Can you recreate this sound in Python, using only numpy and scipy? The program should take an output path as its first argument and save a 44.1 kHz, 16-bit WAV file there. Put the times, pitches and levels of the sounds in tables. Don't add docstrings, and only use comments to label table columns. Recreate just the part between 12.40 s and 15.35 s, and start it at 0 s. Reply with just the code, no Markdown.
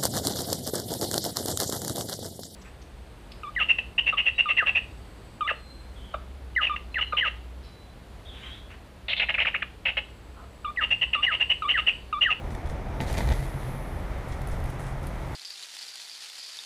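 import sys
import numpy as np
from scipy import signal
from scipy.fft import rfft, irfft
from scipy.io import wavfile
from scipy.ndimage import uniform_filter1d

SR = 44100
rng = np.random.default_rng(int(sys.argv[2]) if len(sys.argv) > 2 else 0)


def transcribe(signal):
    frames = np.atleast_2d(signal).T
    limited = np.clip(frames, -1, 1)
    pcm = np.round(limited * 32767).astype(np.int16)
    wavfile.write(sys.argv[1], SR, pcm)


N = 130095
TIME = np.arange(N) / SR

# frequency in Hz, strength in dB.
RUMBLE_TONE = [(90, -30), (150, -4), (185, -1), (230, -6.5), (300, -5.5), (380, -6), (440, -8), (540, -6.5),
               (780, -8), (930, -10), (1100, -15.5), (1550, -19), (1950, -22), (2350, -21.5), (2800, -30.5),
               (3600, -32.5), (4700, -39.5), (6200, -38), (9000, -75), (12000, -69)]
TREAD_TONE = [(1500, -34), (3300, 5), (5000, -0.5), (7000, -2.5), (9900, -2.5), (12000, -5.5), (15000, -12)]
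# frequency in Hz, width in Hz, strength in dB.
HUB_RINGS = [(1165, 660, 7.5), (1915, 480, 3.5), (2140, 280, -8.5), (2960, 1330, -9)]
# time in seconds, relative level in dB.
RUMBLE_LEVEL = [(0, -39), (.2, -38.5), (.57, -36.5), (.87, -35), (.98, -38.5), (1.25, -38), (1.6, -39),
                (2.2, -38.5), (2.95, -38.5)]
TREAD_LEVEL = [(0, -61.5), (.55, -63), (1.2, -62), (1.7, -60.5), (1.95, -59.5), (2.55, -60.5),
               (2.95, -56.5)]
WHIRR_LEVEL = [(0, -52), (.5, -53.5), (.8, -51.5), (1.1, -49), (1.6, -49), (2.0, -48.5), (2.3, -49),
               (2.45, -47), (2.6, -49), (2.73, -49.5), (2.84, -47.5), (2.95, -47)]
DRONE_LEVEL = [(0, -41), (.3, -50.5), (.55, -40), (.8, -39), (1.05, -35.5), (1.35, -37), (1.6, -50),
               (1.95, -41.5), (2.3, -41.5), (2.52, -36.5), (2.7, -44), (2.95, -44.5)]
# time of the peak in seconds, level in dB, pitch in Hz.
BUMPS = [(.335, -32.5, 140), (2.295, -29, 123), (2.405, -32, 145), (2.465, -32, 126), (2.538, -34, 131),
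         (2.69, -33, 157)]

def rolling():
    flutter = amp(0.5 * noise(lambda f: bell(f, centre=0, width=60)))
    grains = colour(grit(per_s=14000, spread_db=0.32), RUMBLE_TONE)
    rumble = steadied(grains, span_s=0.098) * level(RUMBLE_LEVEL) * amp(-2)
    tread = colour(rng.standard_normal(N), TREAD_TONE) * level(TREAD_LEVEL)
    hubs = noise(lambda f: sum(amp(db) * bell(f, hz, width) for hz, width, db in HUB_RINGS))
    whirr = hubs * level(WHIRR_LEVEL)
    hum = noise(lambda f: bell(f, centre=131.2, width=12.8))
    drone = steadied(hum, span_s=0.16) * level(DRONE_LEVEL)
    return (rumble + tread + whirr) * flutter + drone + swells(BUMPS, half_s=0.011)


# start in seconds, relative crack and grind levels in dB,
# seconds for the grind to fade by 60 dB, treble limit in Hz, thud level in dB.
KNOCKS = [(.604, -7, -33, 0.023, 3600, -34), (.610, -17, -33.5, 0.05, 13000, -24.5),
          (.619, -15, -45, .03, 3500, -25.5), (.630, -21, -47, .03, 2300, -36),
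          (0.682, -28, -45, .035, 7000, -33), (.700, -10, -33, .03, 2400, -34.5),
          (.741, -16, -35, .04, 5000, -31), (.751, -14, -42, .03, 4500, -44),
          (.772, -16, -24.5, 0.057, 4460, -36), (.780, -9, -25, 0.04, 14000, -30.5),
          (.786, -11, -30, 0.028, 12000, -26.5), (.795, -14, -45, 0.019, 3000, -20.5),
          (.806, -8, -42, .02, 2700, -44), (.874, -15.5, -34, .016, 6000, -30),
          (.889, -13, -37, 0.018, 7000, -34), (.902, -12, -29, 0.056, 3200, -29),
          (.911, -10, -38, 0.031, 3000, -47), (.918, -16, -25.5, 0.04, 5000, -36),
          (.924, -10.5, -32, 0.018, 6500, -32), (.936, -26, -34, 0.024, 5000, -50)]
# frequency in Hz, strength in dB.
FRAME_TONE = [(100, -3.5), (190, 7.5), (270, -24), (430, -8), (540, 4.5), (700, -1.5), (920, -16),
              (1150, -25), (1500, -7), (2000, -19), (2400, -10.5), (2800, -14), (3900, -11), (5200, -18.5),
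              (6200, -13.5), (8000, -20), (11000, -21.5), (15000, -27)]
# pitch in Hz, relative level in dB, seconds to fade by 60 dB.
FRAME_NOTES = [(352, -11.5, 0.061), (436, -18, 0.072), (512, -15, 0.11), (650, -1, 0.021), (887, -3, 0.039),
               (1865, -6.5, 0.035), (2042, -10, .06), (2336, -7.5, 0.022), (3600, -17.5, 0.028)]

def knocks():
    contact, body = np.zeros(N), np.zeros(N)
    t = np.arange(SR // 6) / SR
    for start, crack_db, grind_db, grind_s, top_hz, thud_db in KNOCKS:
        crack = rng.choice([-1, 1], len(t)) * fade(t, seconds=0.009)
        crack *= amp(crack_db) / np.linalg.norm(crack)
        grind = rng.standard_normal(len(t)) * amp(grind_db - 3) * fade(t, grind_s)
        add(contact, start, dulled(crack + grind, top_hz))
        ring = sum(amp(db) * fade(t, ring_s) * np.sin(2 * np.pi * (hz * t + rng.random()))
                   for hz, db, ring_s in FRAME_NOTES)
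        attack = np.minimum(t / 0.00081, 1)
        thud_hz = 274 * 2 ** (0.53 * rng.uniform(-1.2, 1))
        thud = amp(thud_db) * fade(t, seconds=0.034) * np.sin(2 * np.pi * thud_hz * t)
        add(body, start, amp(crack_db - 19.5) * ring * attack + thud)
    return colour(contact, FRAME_TONE) + body


# frequency in Hz, strength in dB.
SCRAPE_TONE = [(200, -3), (350, 3.5), (540, 12), (900, 5), (1170, -49), (1500, -4), (2000, 9.5), (2400, -2),
               (2850, -4), (3700, -0.5), (5000, -6.5), (6700, -7), (9000, -9.5), (13000, -15.5),
               (15500, -27)]
# time in seconds, level in dB.
SCRAPE_LEVEL = [(.6, -74), (.612, -41), (.655, -49), (.69, -40.5), (.73, -40), (.765, -44), (.79, -39.5),
                (.86, -46), (.92, -45), (.95, -45.5), (1.06, -48.5), (1.17, -57), (1.23, -51), (1.35, -59),
                (1.6, -80)]

def scrape():
    rattle = amp(noise(lambda f: bell(f, centre=110, width=110)))
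    grains = unit(grit(per_s=7600, spread_db=1) * rattle)
    return colour(grains, SCRAPE_TONE) * level(SCRAPE_LEVEL)


# time in seconds, shakes per second, level in dB.
SHUDDER = [(0.701, 70, -56), (0.748, 46.9, -34), (.8, 46.2, -32), (0.841, 53.3, -25), (0.887, 66, -25.5),
           (.92, 61, -16), (0.94, 48, -36)]

def shudder():
    times, hz, db = np.transpose(SHUDDER)
    t = np.arange(times[0], times[-1], 1 / SR)
    phase = 2 * np.pi * np.cumsum(np.interp(t, times, hz)) / SR
    shake = sum(amp(-20 * np.log2(k)) * np.cos(k * phase) for k in range(1, 6))
    envelope = amp(np.interp(t, times, db)) * signal.windows.tukey(len(t), 0.05)
    out = np.zeros(N)
    add(out, times[0], unit(shake) * envelope)
    return out


# frequency in Hz, strength in dB.
BEARING_TONE = [(6000, -27), (9000, -14), (9850, 5.5), (10700, -2), (11600, -4), (13000, -3), (14300, -15),
                (15500, -11)]
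# time in seconds, level in dB.
BEARING_LEVEL = [(.65, -68), (.8, -57), (.95, -55), (1.12, -58.5), (1.36, -58), (1.58, -63.5), (1.8, -77)]

def bearing(start_s=0.54):
    return colour(rng.standard_normal(N), BEARING_TONE) * level(BEARING_LEVEL) * (TIME > start_s)


# frequency in Hz, strength in dB.
WIND_TONE = [(10, -36), (24, -4.5), (43, 2), (62, -4.5), (88, -4), (112, -11.5), (170, -19), (260, -24.5),
             (600, -62.5)]
# time in seconds, level in dB.
WIND_LEVEL = [(0, -39.5), (.08, -32.5), (.21, -39), (.3, -34.5), (.42, -34.5), (.65, -31.5), (.8, -29),
              (.98, -29.5), (1.2, -36.5), (1.5, -35), (1.62, -34), (1.78, -31.5), (1.86, -42), (1.92, -32),
              (2.02, -34), (2.1, -30), (2.22, -30), (2.33, -38), (2.62, -33), (2.95, -35)]
# time of the peak in seconds, level in dB, pitch in Hz.
PUFFS = [(0.052, -34, 58), (.153, -27, 55), (.256, -23, 50), (.299, -25.5, 26), (.345, -25, 41.8),
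         (0.99, -29, 45), (1.563, -25.5, 63), (1.925, -30, 30.3), (2.135, -19.5, 41.4), (2.25, -22.5, 45.7)]

def wind():
    swirl = noise(lambda f: amp(read(WIND_TONE, f)))
    return steadied(swirl, span_s=0.0804) * level(WIND_LEVEL) + swells(PUFFS, half_s=0.0096)


# start in seconds, level in dB, seconds to fade by 60 dB, treble limit in Hz.
TICKS = [(.105, -42, 0.04, 5500), (.122, -52, .025, 7000), (.150, -40, 0.021, 9500),
         (.199, -50, .015, 4000), (.259, -44, 0.036, 6000), (.273, -37, 0.014, 5500),
         (.298, -37, 0.024, 6030), (1.922, -42.5, 0.086, 6000), (2.118, -49, .07, 8000),
         (2.467, -48, 0.066, 9000), (2.638, -49, 0.032, 8000)]
# frequency in Hz, strength in dB.
TICK_TONE = [(500, -32), (2000, 12.5), (2800, -7), (3450, 6.5), (4600, -4.5), (5500, 0), (7000, -4),
             (9700, -2), (12000, -7), (15000, -13)]

def ticks():
    return colour(blows(TICKS), TICK_TONE)


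# start in seconds, level in dB.
CLICKS = [(.728, -39), (1.886, -51), (2.017, -45), (2.072, -42), (2.086, -45), (2.098, -49), (2.201, -52),
          (2.240, -46), (2.258, -49), (2.301, -44), (2.403, -49), (2.630, -50), (2.669, -41)]
# frequency in Hz, strength in dB.
CLICK_TONE = [(4000, -6), (8000, -11), (9500, 0), (11000, -1.5), (12500, -9), (15000, -12)]

def clicks(fade_s=0.03):
    return colour(blows([(start, db, fade_s, SR / 2) for start, db in CLICKS]), CLICK_TONE)


# start in seconds, half the length in seconds, level in dB.
RUSTLES = [(0.108, 0.023, -58), (0.145, 0.015, -62), (.26, .012, -61), (0.286, 0.035, -58),
           (1.88, 0.092, -60.5), (2.069, 0.033, -67), (2.108, 0.045, -57), (2.25, 0.08, -62),
           (2.292, 0.042, -70), (2.39, 0.087, -57), (2.464, 0.049, -63), (2.634, .035, -61)]
# frequency in Hz, strength in dB.
RUSTLE_TONE = [(2000, -39), (5000, -4.5), (8200, -5), (9700, -2.5), (11200, -8), (12500, -14), (15000, -20)]

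def rustles(rise_s=0.003):
    envelope = np.zeros(N)
    for start, half_s, db in RUSTLES:
        t = np.arange(0, 2 * half_s, 1 / SR)
        add(envelope, start, np.minimum(t / rise_s, 1) * amp(db - 5.5 * (t / half_s) ** 2))
    return colour(grit(per_s=9000, spread_db=2.5), RUSTLE_TONE) * envelope


# frequency in Hz, seconds to fade by 60 dB.
ECHO_FADE = [(200, 0.15), (2000, 0.17), (12000, 0.36)]

def walkway_echo(x, echoes_per_s=2500):
    echoes = rng.standard_normal(SR // 2) * (rng.random(SR // 2) < echoes_per_s / SR)
    echoes[:SR // 160] = 0
    hz, t, bands = signal.stft(echoes, SR, nperseg=256)
    tail = signal.istft(bands * fade(t, read(ECHO_FADE, hz)[:, None]), SR, nperseg=256)[1]
    return signal.fftconvolve(x, tail / np.linalg.norm(tail))[:N]


def grit(per_s, spread_db):
    size = amp(spread_db * np.minimum(rng.exponential(1, N), 4)) * rng.standard_normal(N)
    return unit(size * (rng.random(N) < per_s / SR))


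def blows(table):
    out, t = np.zeros(N), np.arange(SR // 6) / SR
    for start, db, fade_s, top_hz in table:
        burst = rng.standard_normal(len(t)) * amp(db) * fade(t, fade_s)
        add(out, start, dulled(burst, top_hz))
    return out


def swells(table, half_s):
    return sum(amp(db) * np.exp(-((TIME - s) / half_s) ** 2) * np.cos(2 * np.pi * hz * (TIME - s))
               for s, db, hz in table)


def noise(gain):
    spectrum = rfft(rng.standard_normal(N)) * gain(np.fft.rfftfreq(N, 1 / SR))
    return unit(irfft(spectrum, N))


def colour(x, tone, size=4096):
    hz = abs(np.fft.fftfreq(size, 1 / SR))
    log_gain = np.log(amp(np.maximum(read(tone, hz), -100)))
    response = np.exp(np.conj(signal.hilbert(log_gain)))
    taps = np.fft.ifft(response).real[:size // 2]
    return signal.fftconvolve(x, taps / np.linalg.norm(taps))[:len(x)]


def dulled(x, top_hz):
    return signal.lfilter(*signal.butter(2, min(top_hz, SR / 2 - 100), fs=SR), x)


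def steadied(x, span_s):
    return x / np.sqrt(abs(uniform_filter1d(x ** 2, int(span_s * SR))) + 1e-6)


def bell(f, centre, width):
    return 1 / (1 + (2 * (f - centre) / width) ** 2)


def fade(t, seconds):
    return amp(-60 * t / seconds)


def level(points):
    return amp(np.interp(TIME, *np.transpose(points)))


def read(points, hz):
    f, value = np.transpose(points)
    return np.interp(np.log(hz + 1), np.log(f + 1), value)


def amp(db):
    return 10 ** (np.asarray(db) / 20)


def unit(x):
    return x / np.sqrt(np.mean(x ** 2) + 1e-20)


def add(mix, start_s, sound):
    part = mix[max(round(start_s * SR), 0):][:len(sound)]
    part += sound[:len(part)]


def scene():
    sharp = knocks() + scrape() + ticks() + rustles() + clicks()
    smooth = rolling() + wind() + shudder() + bearing()
    return (smooth + sharp + amp(-11) * walkway_echo(sharp))[None]


def record(dry):
    taps = signal.firwin(511, 15350, window=("kaiser", 9), fs=SR)
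    return signal.oaconvolve(dry, taps[None], "same")


dry = scene()
out = record(dry)
transcribe(out)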